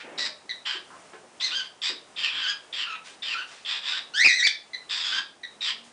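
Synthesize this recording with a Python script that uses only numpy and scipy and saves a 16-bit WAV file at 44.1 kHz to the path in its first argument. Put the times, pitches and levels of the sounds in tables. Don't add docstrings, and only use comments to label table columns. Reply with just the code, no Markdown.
import sys
import numpy as np
from scipy import signal
from scipy.fft import rfft, irfft, next_fast_len
from scipy.io import wavfile
from scipy.ndimage import uniform_filter1d

SR = 44100
rng = np.random.default_rng(int(sys.argv[2]) if len(sys.argv) > 2 else 0)


def transcribe(signal):
    frames = np.atleast_2d(signal).T
    limited = np.clip(frames, -1, 1)
    pcm = np.round(limited * 32767).astype(np.int16)
    wavfile.write(sys.argv[1], SR, pcm)


N = 261072

# t/s, length/s, mid pitch/Hz, drop at ends/fraction, glide/fraction,
# fundamental/dB, overtones/dB
WHISTLES = [ (.185, .08, 1951, .02, -0.035, -35, -35), (1.41, .078, 2070, .14, -.08, -36, -27.5),
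            (1.515, .104, 1615, .16, .07, -35.5, -30.5),
            (2.425, 0.047, 1520, -0.027, -0.0595, -32.5, -32.5), (2.47, 0.0482, 1630, .04, 0.037, -28, -28),
            (2.869, 0.0895, 1305, -.04, -0.094, -35.5, -44.5),
            (3.343, 0.0332, 1348, -0.067, -0.029, -30.5, -44), (3.372, .048, 1533, .11, -0.049, -33, -38.5),
            (3.885, 0.0998, 1480, -.03, .16, -37.5, -45), (5.01, 0.114, 1690, 0, -0.0034, -52.5, -33.5),
            (5.118, 0.0851, 1574, -.01, 0.0625, -30, -32.5), (5.613, 0.047, 1850, 0, -.01, -45.5, -31.5)]
# f/Hz, gain/dB
HALF_OPEN_BEAK = [(2500, 9), (3300, 3), (4100, 2.5), (4900, 5), (5700, -6), (6600, -1.5), (7500, -12),
                  (9500, -25.5)]


def gain_of(db):
    return 10 ** (np.asarray(db) / 20)


def unit_rms(x):
    return x / np.sqrt(np.mean(x ** 2) + 1e-20)


def lookup(points, hz):
    f, value = np.transpose(points)
    return np.interp(np.log(hz + 1), np.log(f + 1), value)


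def add(mix, start_s, sound):
    part = mix[max(round(start_s * SR), 0):][:len(sound)]
    part += sound[:len(part)]


def span(start_s, length_s):
    t = np.arange(0, length_s, 1 / SR)
    return start_s + t, t / length_s


def shaped(x, gain):
    size = next_fast_len(2 * len(x))
    spectrum = rfft(x, size) * gain(np.fft.rfftfreq(size, 1 / SR) + 1)
    return unit_rms(irfft(spectrum, size)[:len(x)])


def below(f, edge_hz):
    return 1 / (1 + (f / edge_hz) ** 20)


def wobble(count, rate_hz):
    return shaped(rng.standard_normal(count), lambda f: 1 / (1 + (f / rate_hz) ** 4))


def fades(t, edge_s):
    return np.clip(np.minimum(t - t[0], t[-1] - t) / edge_s, 0, 1)


def resonate(x, hz, width_hz):
    carrier = np.exp(2j * np.pi * np.cumsum(hz) / SR)
    pole = np.exp(-np.pi * width_hz / SR)
    return 2 * (carrier * signal.lfilter([1 - pole], [1, -pole], x / carrier)).real


def hiss(level_db=-55.4, drift_db=1.54):
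    # f/Hz, relative level/dB
    spectrum = [(15, -55.5), (25, -19.5), (85, -13.5), (190, -4), (663, 0), (1300, -4), (1590, -6),
                (2040, -7.5), (2320, -9), (2980, -9), (3550, -12.5), (3920, -13.5), (4330, -13),
                (5420, -12.5), (9890, -15), (12900, -51.5), (21800, -120)]
    noise = shaped(rng.standard_normal(N), lambda f: gain_of(lookup(spectrum, f)))
    return gain_of(level_db + drift_db * wobble(N, 3.4)) * noise


def room(x, wet_db=-7.0, build_s=0.0044):
    # f/Hz, t60/s
    decay = [(300, 0.5), (2000, 0.2884), (4000, 0.3384), (8000, 0.204)]
    # delay/s, relative gain
    walls = [(.0023, -0.012), (.0052, -0.027), (.0094, 0.174), (0.0135, 0.21), (0.0227, 0.195)]
    hz, t, bins = signal.stft(rng.standard_normal(SR // 2), SR, nperseg=256)
    tail = signal.istft(bins * gain_of(-60 * t / lookup(decay, hz)[:, None]), SR, nperseg=256)[1]
    tail *= 1 - np.exp(-np.arange(len(tail)) / SR / build_s)
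    response = gain_of(wet_db) * tail / np.linalg.norm(tail)
    direct = (0.00016, 0.876)
    for delay_s, gain in [direct] + walls:
        add(response, delay_s, np.array([gain]))
    return signal.fftconvolve(x, response / np.linalg.norm(response))[:N]


def hum(mix):
    # t/s, length/s, mid pitch/Hz, glide/fraction, level/dB
    note = (5.5, .5, 228.5, 0.23, -64)
    start_s, length_s, hz, glide, level_db = note
    t, u = span(start_s, length_s)
    pitch_hz = hz * (1 + glide * (u - .5) + .015 * wobble(len(t), 9.5))
    phase = 2 * np.pi * np.cumsum(pitch_hz) / SR
    tone = np.sin(phase) + 0.42 * np.sin(2 * phase)
    add(mix, start_s, gain_of(level_db) * tone * fades(t, 0.041))


def squawk_tail_and_scuffs(mix, grain_db=1.5, rise=0.099):
    # t/s, decay time/s, level/dB, centre/Hz, width/octaves
    bursts = [(0, 0.031, -38.5, 2283, 0.743), (0.021, 0.226, -50.5, 2040, 0.457),
              (0.02, 0.228, -46, 516, 0.875), (0.035, 0.257, -57.5, 223.5, 0.226),
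              (0.168, 0.192, -51.5, 584.6, 0.083), (0.44, 0.035, -56, 295.6, 0.54),
              (0.741, 0.0558, -49.5, 389.6, 0.25), (0.9, 0.058, -47, 1227, 0.36),
              (1.132, 0.0342, -43.5, 972, 1.18), (1.135, 0.0384, -49, 393, 0.264),
              (1.232, 0.0228, -51.5, 503, 0.93), (1.887, 0.0713, -47, 376.6, 0.391),
              (2.33, 0.0823, -56, 269, 0.846), (3.038, 0.1032, -45.5, 2714, 1.28),
              (3.457, 0.211, -50, 2847, 1.154), (3.511, 0.041, -46.5, 2000, 1.48),
              (5.071, 0.287, -60.5, 282, 0.507), (5.835, 0.07, -54, 3040, 2.2)]
    for start_s, decay_s, level_db, hz, octaves in bursts:
        t = np.arange(0, 1.3 * decay_s, 1 / SR)
        grains = rng.standard_normal(len(t)) * gain_of(grain_db * wobble(len(t), 150))
        band = shaped(
            grains, lambda f: np.exp(-.5 * (np.log2(f / hz) / octaves) ** 2) * np.sqrt(hz / (f + hz)))
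        envelope = fades(t, rise * decay_s) * np.exp(-(t / decay_s) ** 3)
        add(mix, start_s, gain_of(level_db) * band * envelope)


def syrinx_tone(t, hz, first_db, upper_db, beak, jitter, shimmer_db, fuzz_db, octave_db, trim_db):
    count = len(t)
    strain = gain_of(0.33 * (first_db - first_db.max()))
    phase = 2 * np.pi * np.cumsum(hz * (1 + jitter * strain * wobble(count, 350))) / SR
    tone = np.zeros(count)
    for k in range(1, 6):
        level_db = first_db if k == 1 else upper_db + octave_db * np.log2(k - 1) + lookup(beak, k * hz)
        fuzz, fray_hz = gain_of(fuzz_db) * strain * k, 380 * np.sqrt(k)
        harmonic = (1 + fuzz * wobble(count, fray_hz)) * np.sin(k * phase)
        harmonic += fuzz * wobble(count, fray_hz) * np.cos(k * phase)
        tone += gain_of(level_db) * unit_rms(harmonic)
    return gain_of(trim_db + shimmer_db * wobble(count, 170)) * tone * fades(t, 0.00432)


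def chirps(mix, sag_hz_per_s=2670, fade_db_per_s=194.5):
    # t/s, length/s, start pitch/Hz, fundamental/dB, overtones/dB
    notes = [(.492, 0.0317, 2009, -30.5, -30.5), (4.732, 0.0268, 2031, -29, -32),
             (5.432, 0.0273, 1960, -30, -33.5)]
    for start_s, length_s, hz, first_db, upper_db in notes:
        t, _ = span(start_s, length_s)
        pitch_hz = hz - sag_hz_per_s * (t - start_s)
        fade_db = fade_db_per_s * (t - start_s)
        tone = syrinx_tone(t, pitch_hz, first_db - fade_db, upper_db - fade_db, HALF_OPEN_BEAK,
                           jitter=.025, shimmer_db=4.0, fuzz_db=-16.5, octave_db=-12, trim_db=-2.2)
        add(mix, start_s, tone)


def screech(mix):
    # t/s, pitch/Hz, fundamental/dB, overtones/dB
    contour = [(4.136, 1410, -37.5, -35), (4.185, 1746, -22.5, -25), (4.207, 1915, -17, -22.5),
               (4.24, 2257, -18, -29), (4.25, 2512, -11.3, -21), (4.268, 2440, -13.4, -22.8),
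               (4.286, 2080, -18.3, -26), (4.32, 1875, -21, -26), (4.374, 2085, -27.5, -34.5),
               (4.405, 1869, -23, -20), (4.428, 1987, -18, -34.5), (4.44, 2259, -22.5, -23),
               (4.462, 2340, -16, -22.5), (4.473, 1800, -19, -13.8), (4.481, 1550, -27, -19)]
    # f/Hz, gain/dB
    wide_open_beak = [(2800, 1), (3700, 0.5), (4600, 3), (5300, -2.5), (6100, -2.5), (7100, -15),
                      (8200, -8.5), (9500, -35.5)]
    times_s, *columns = np.transpose(contour)
    t = np.arange(times_s[0], times_s[-1], 1 / SR)
    pitch_hz, first_db, upper_db = (np.interp(t, times_s, column) for column in columns)
    tone = syrinx_tone(t, pitch_hz, first_db, upper_db, wide_open_beak,
                       jitter=.032, shimmer_db=1.3939, fuzz_db=-13.7, octave_db=-3.3, trim_db=-1.7)
    add(mix, t[0], tone)


def whistles(mix, waver=.008):
    for start_s, length_s, hz, arch, glide, first_db, upper_db in WHISTLES:
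        t, u = span(start_s, length_s)
        ends = (2 * u - 1) ** 2
        pitch_hz = hz * (1 - arch * ends + glide * (u - .5) + waver * wobble(len(t), 45.43))
        tone = syrinx_tone(t, pitch_hz, first_db - 3 * ends, upper_db - 11 * ends, HALF_OPEN_BEAK,
                           jitter=0.02257, shimmer_db=2.5, fuzz_db=-19.5, octave_db=-5, trim_db=-2.5)
        add(mix, start_s, tone)


def locking(t, grip_s=0.0227):
    held = sum(np.clip(np.minimum(t - start_s, start_s + length_s - t) / grip_s, 0, 1)
               for start_s, length_s, *_ in WHISTLES)
    return np.minimum(held, 1)


def syrinx_rattle(count, rate_hz=1150, jitter=.3, air=0.348, flutter_db=2.1):
    # f/Hz, gain/dB
    colour = [(250, -43.5), (700, -14), (1020, -6.5), (1450, -8), (1850, -3.5), (2200, -4.5), (3300, -10.5),
              (4250, -6.5), (4950, -5), (5500, -9), (6200, -22), (6900, -21), (7550, -21), (9000, -35.5)]
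    cycles = np.cumsum(rate_hz * np.exp(jitter * wobble(count, 700))) / SR
    pulses = np.diff(np.floor(cycles), prepend=0)
    drive = unit_rms(pulses - pulses.mean()) + air * rng.standard_normal(count)
    drive *= gain_of(flutter_db * wobble(count, 250))
    return shaped(drive, lambda f: gain_of(lookup(colour, f)))


def vocal_tract(voice, low_hz, pipe_hz, spread):
    low = shaped(voice, lambda f: below(f, 2240))
    low += 1.4 * resonate(low, low_hz, width_hz=380)
    middle = shaped(voice, lambda f: below(f, 3963) - below(f, 2328))
    ring = resonate(resonate(middle, pipe_hz, width_hz=600), pipe_hz, width_hz=600)
    pipe = unit_rms(ring) + 0.92 * spread * middle
    treble = shaped(voice, lambda f: 1 - below(f, 3884))
    stretch = pipe_hz / 3500
    beak = treble + 0.73 * resonate(treble, 4800 * stretch ** 0.17, width_hz=330)
    beak += 1.93 * resonate(treble, 7600 * stretch ** 0.094, width_hz=330)
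    return unit_rms(low), unit_rms(pipe), unit_rms(beak)


def squawks(mix, ease_db_per_s=100, surge_db=.5, wander=.014, low_sag=0.044, spread_s=0.013):
    # t/s, length/s, crest effort/dB, swell/dB, crest position/fraction, windpipe start/Hz,
    # windpipe end/Hz, low band/dB re effort, low resonance/Hz, beak band/dB re effort
    syllables = [ (.176, .102, -28, 6, .3, 3856, 3960, -2.5, 1900, 3),
                 (.650, 0.1314, -27.5, 9, 0.16, 3175, 3048, -3.5, 1650, -7),
                 (1.398, 0.1066, -27.5, 8, .13, 3420, 3970, -6, 2000, -3),
                 (1.505, 0.173, -34.5, -7, .15, 3504, 3230, -4, 1500, -6),
                 (1.816, 0.0972, -28.2, 4, .55, 3350, 3780, -6.5, 2000, -.5),
                 (2.159, 0.1367, -25.5, 8.5, 0.66, 3553, 2500, -10.5, 1850, -9),
                 (2.296, 0.232, -27.3, 6, 0.72, 3280, 3170, -6.5, 1600, -12),
                 (2.725, 0.121, -29, 3.5, 0.75, 3483, 2890, -9, 1900, -9),
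                 (2.839, 0.1288, -34, 2, 0.73, 2860, 2480, -5.5, 1380, -28.5),
                 (3.22, .127, -29.5, 3.5, 1, 3655, 2420, -9, 1900, -7.5),
                 (3.345, 0.089, -34, -2, 0.33, 2744, 2845, -4.5, 1420, -19),
                 (3.647, 0.1493, -27.3, 9.5, .45, 3300, 3650, -8.5, 1830, -8),
                 (3.814, 0.1821, -22.5, 17, .57, 3480, 3720, -7.5, 1700, -7.5),
                 (4.891, .140, -31, -1, 1, 3660, 3560, -7, 1830, -2.5),
                 (5.030, 0.1703, -25, 1.5, 0.86, 3350, 3553, -5, 1565, -6.5),
                 (5.606, 0.1059, -25.5, 5, 0.97, 3844, 3043, -9, 1980, -5.5)]
    for (start_s, length_s, crest_db, swell_db, crest,
         from_hz, to_hz, low_db, low_hz, beak_db) in syllables:
        t, u = span(start_s, length_s)
        effort_db = crest_db - swell_db * np.maximum(1 - u / crest, 0)
        effort_db -= ease_db_per_s * length_s * np.maximum(u - crest, 0)
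        effort_db += surge_db * wobble(len(t), 50)
        pipe_hz = (from_hz + (to_hz - from_hz) * u) * (1 + wander * wobble(len(t), 40))
        sagging_hz = low_hz * (1 - low_sag * (u - .5))
        spread = np.minimum((t - start_s) / spread_s, 1)
        low, pipe, beak = vocal_tract(syrinx_rattle(len(t)), sagging_hz, pipe_hz, spread)
        growth_db = 3.5 * (u - .5)
        pop_db = 3 * np.exp(-(t - start_s) / .007)
        shut_db = -2.5 * (2 * u - 1) ** 2
        lock = locking(t)
        low *= gain_of(low_db - 2.5 + growth_db - 7 * lock)
        pipe *= gain_of(-1.1 + pop_db - 7 * lock)
        beak *= gain_of(beak_db - 1.1 + shut_db - 5 * lock)
        rasp = pipe + spread * (low + beak)
        add(mix, start_s, gain_of(effort_db) * rasp * fades(t, 0.0024))


def scene():
    near = np.zeros(N)
    for source in squawks, whistles, chirps, squawk_tail_and_scuffs, screech, hum:
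        source(near)
    return (room(near) + hiss())[None]


def record(dry, ceiling=.47, overload=.4, crackle_db=-12, edge_hz=10020):
    overload_share = uniform_filter1d((abs(dry) > overload) * 1., 40)
    noise = shaped(rng.standard_normal(N), lambda f: 1 / (1 + (f / 3500) ** 2))
    crackle = gain_of(crackle_db) * overload * np.sqrt(abs(overload_share)) * noise
    distortion = np.clip(dry, -ceiling, ceiling) - dry + crackle
    bass_cut = signal.butter(2, 160, "highpass", fs=SR, output="sos")
    heard = dry + signal.sosfilt(bass_cut, distortion)
    band_limit = signal.firwin(1023, edge_hz, window=("kaiser", 9), fs=SR)
    return signal.oaconvolve(heard, band_limit[None], "same")


dry = scene()
out = record(dry)
transcribe(out)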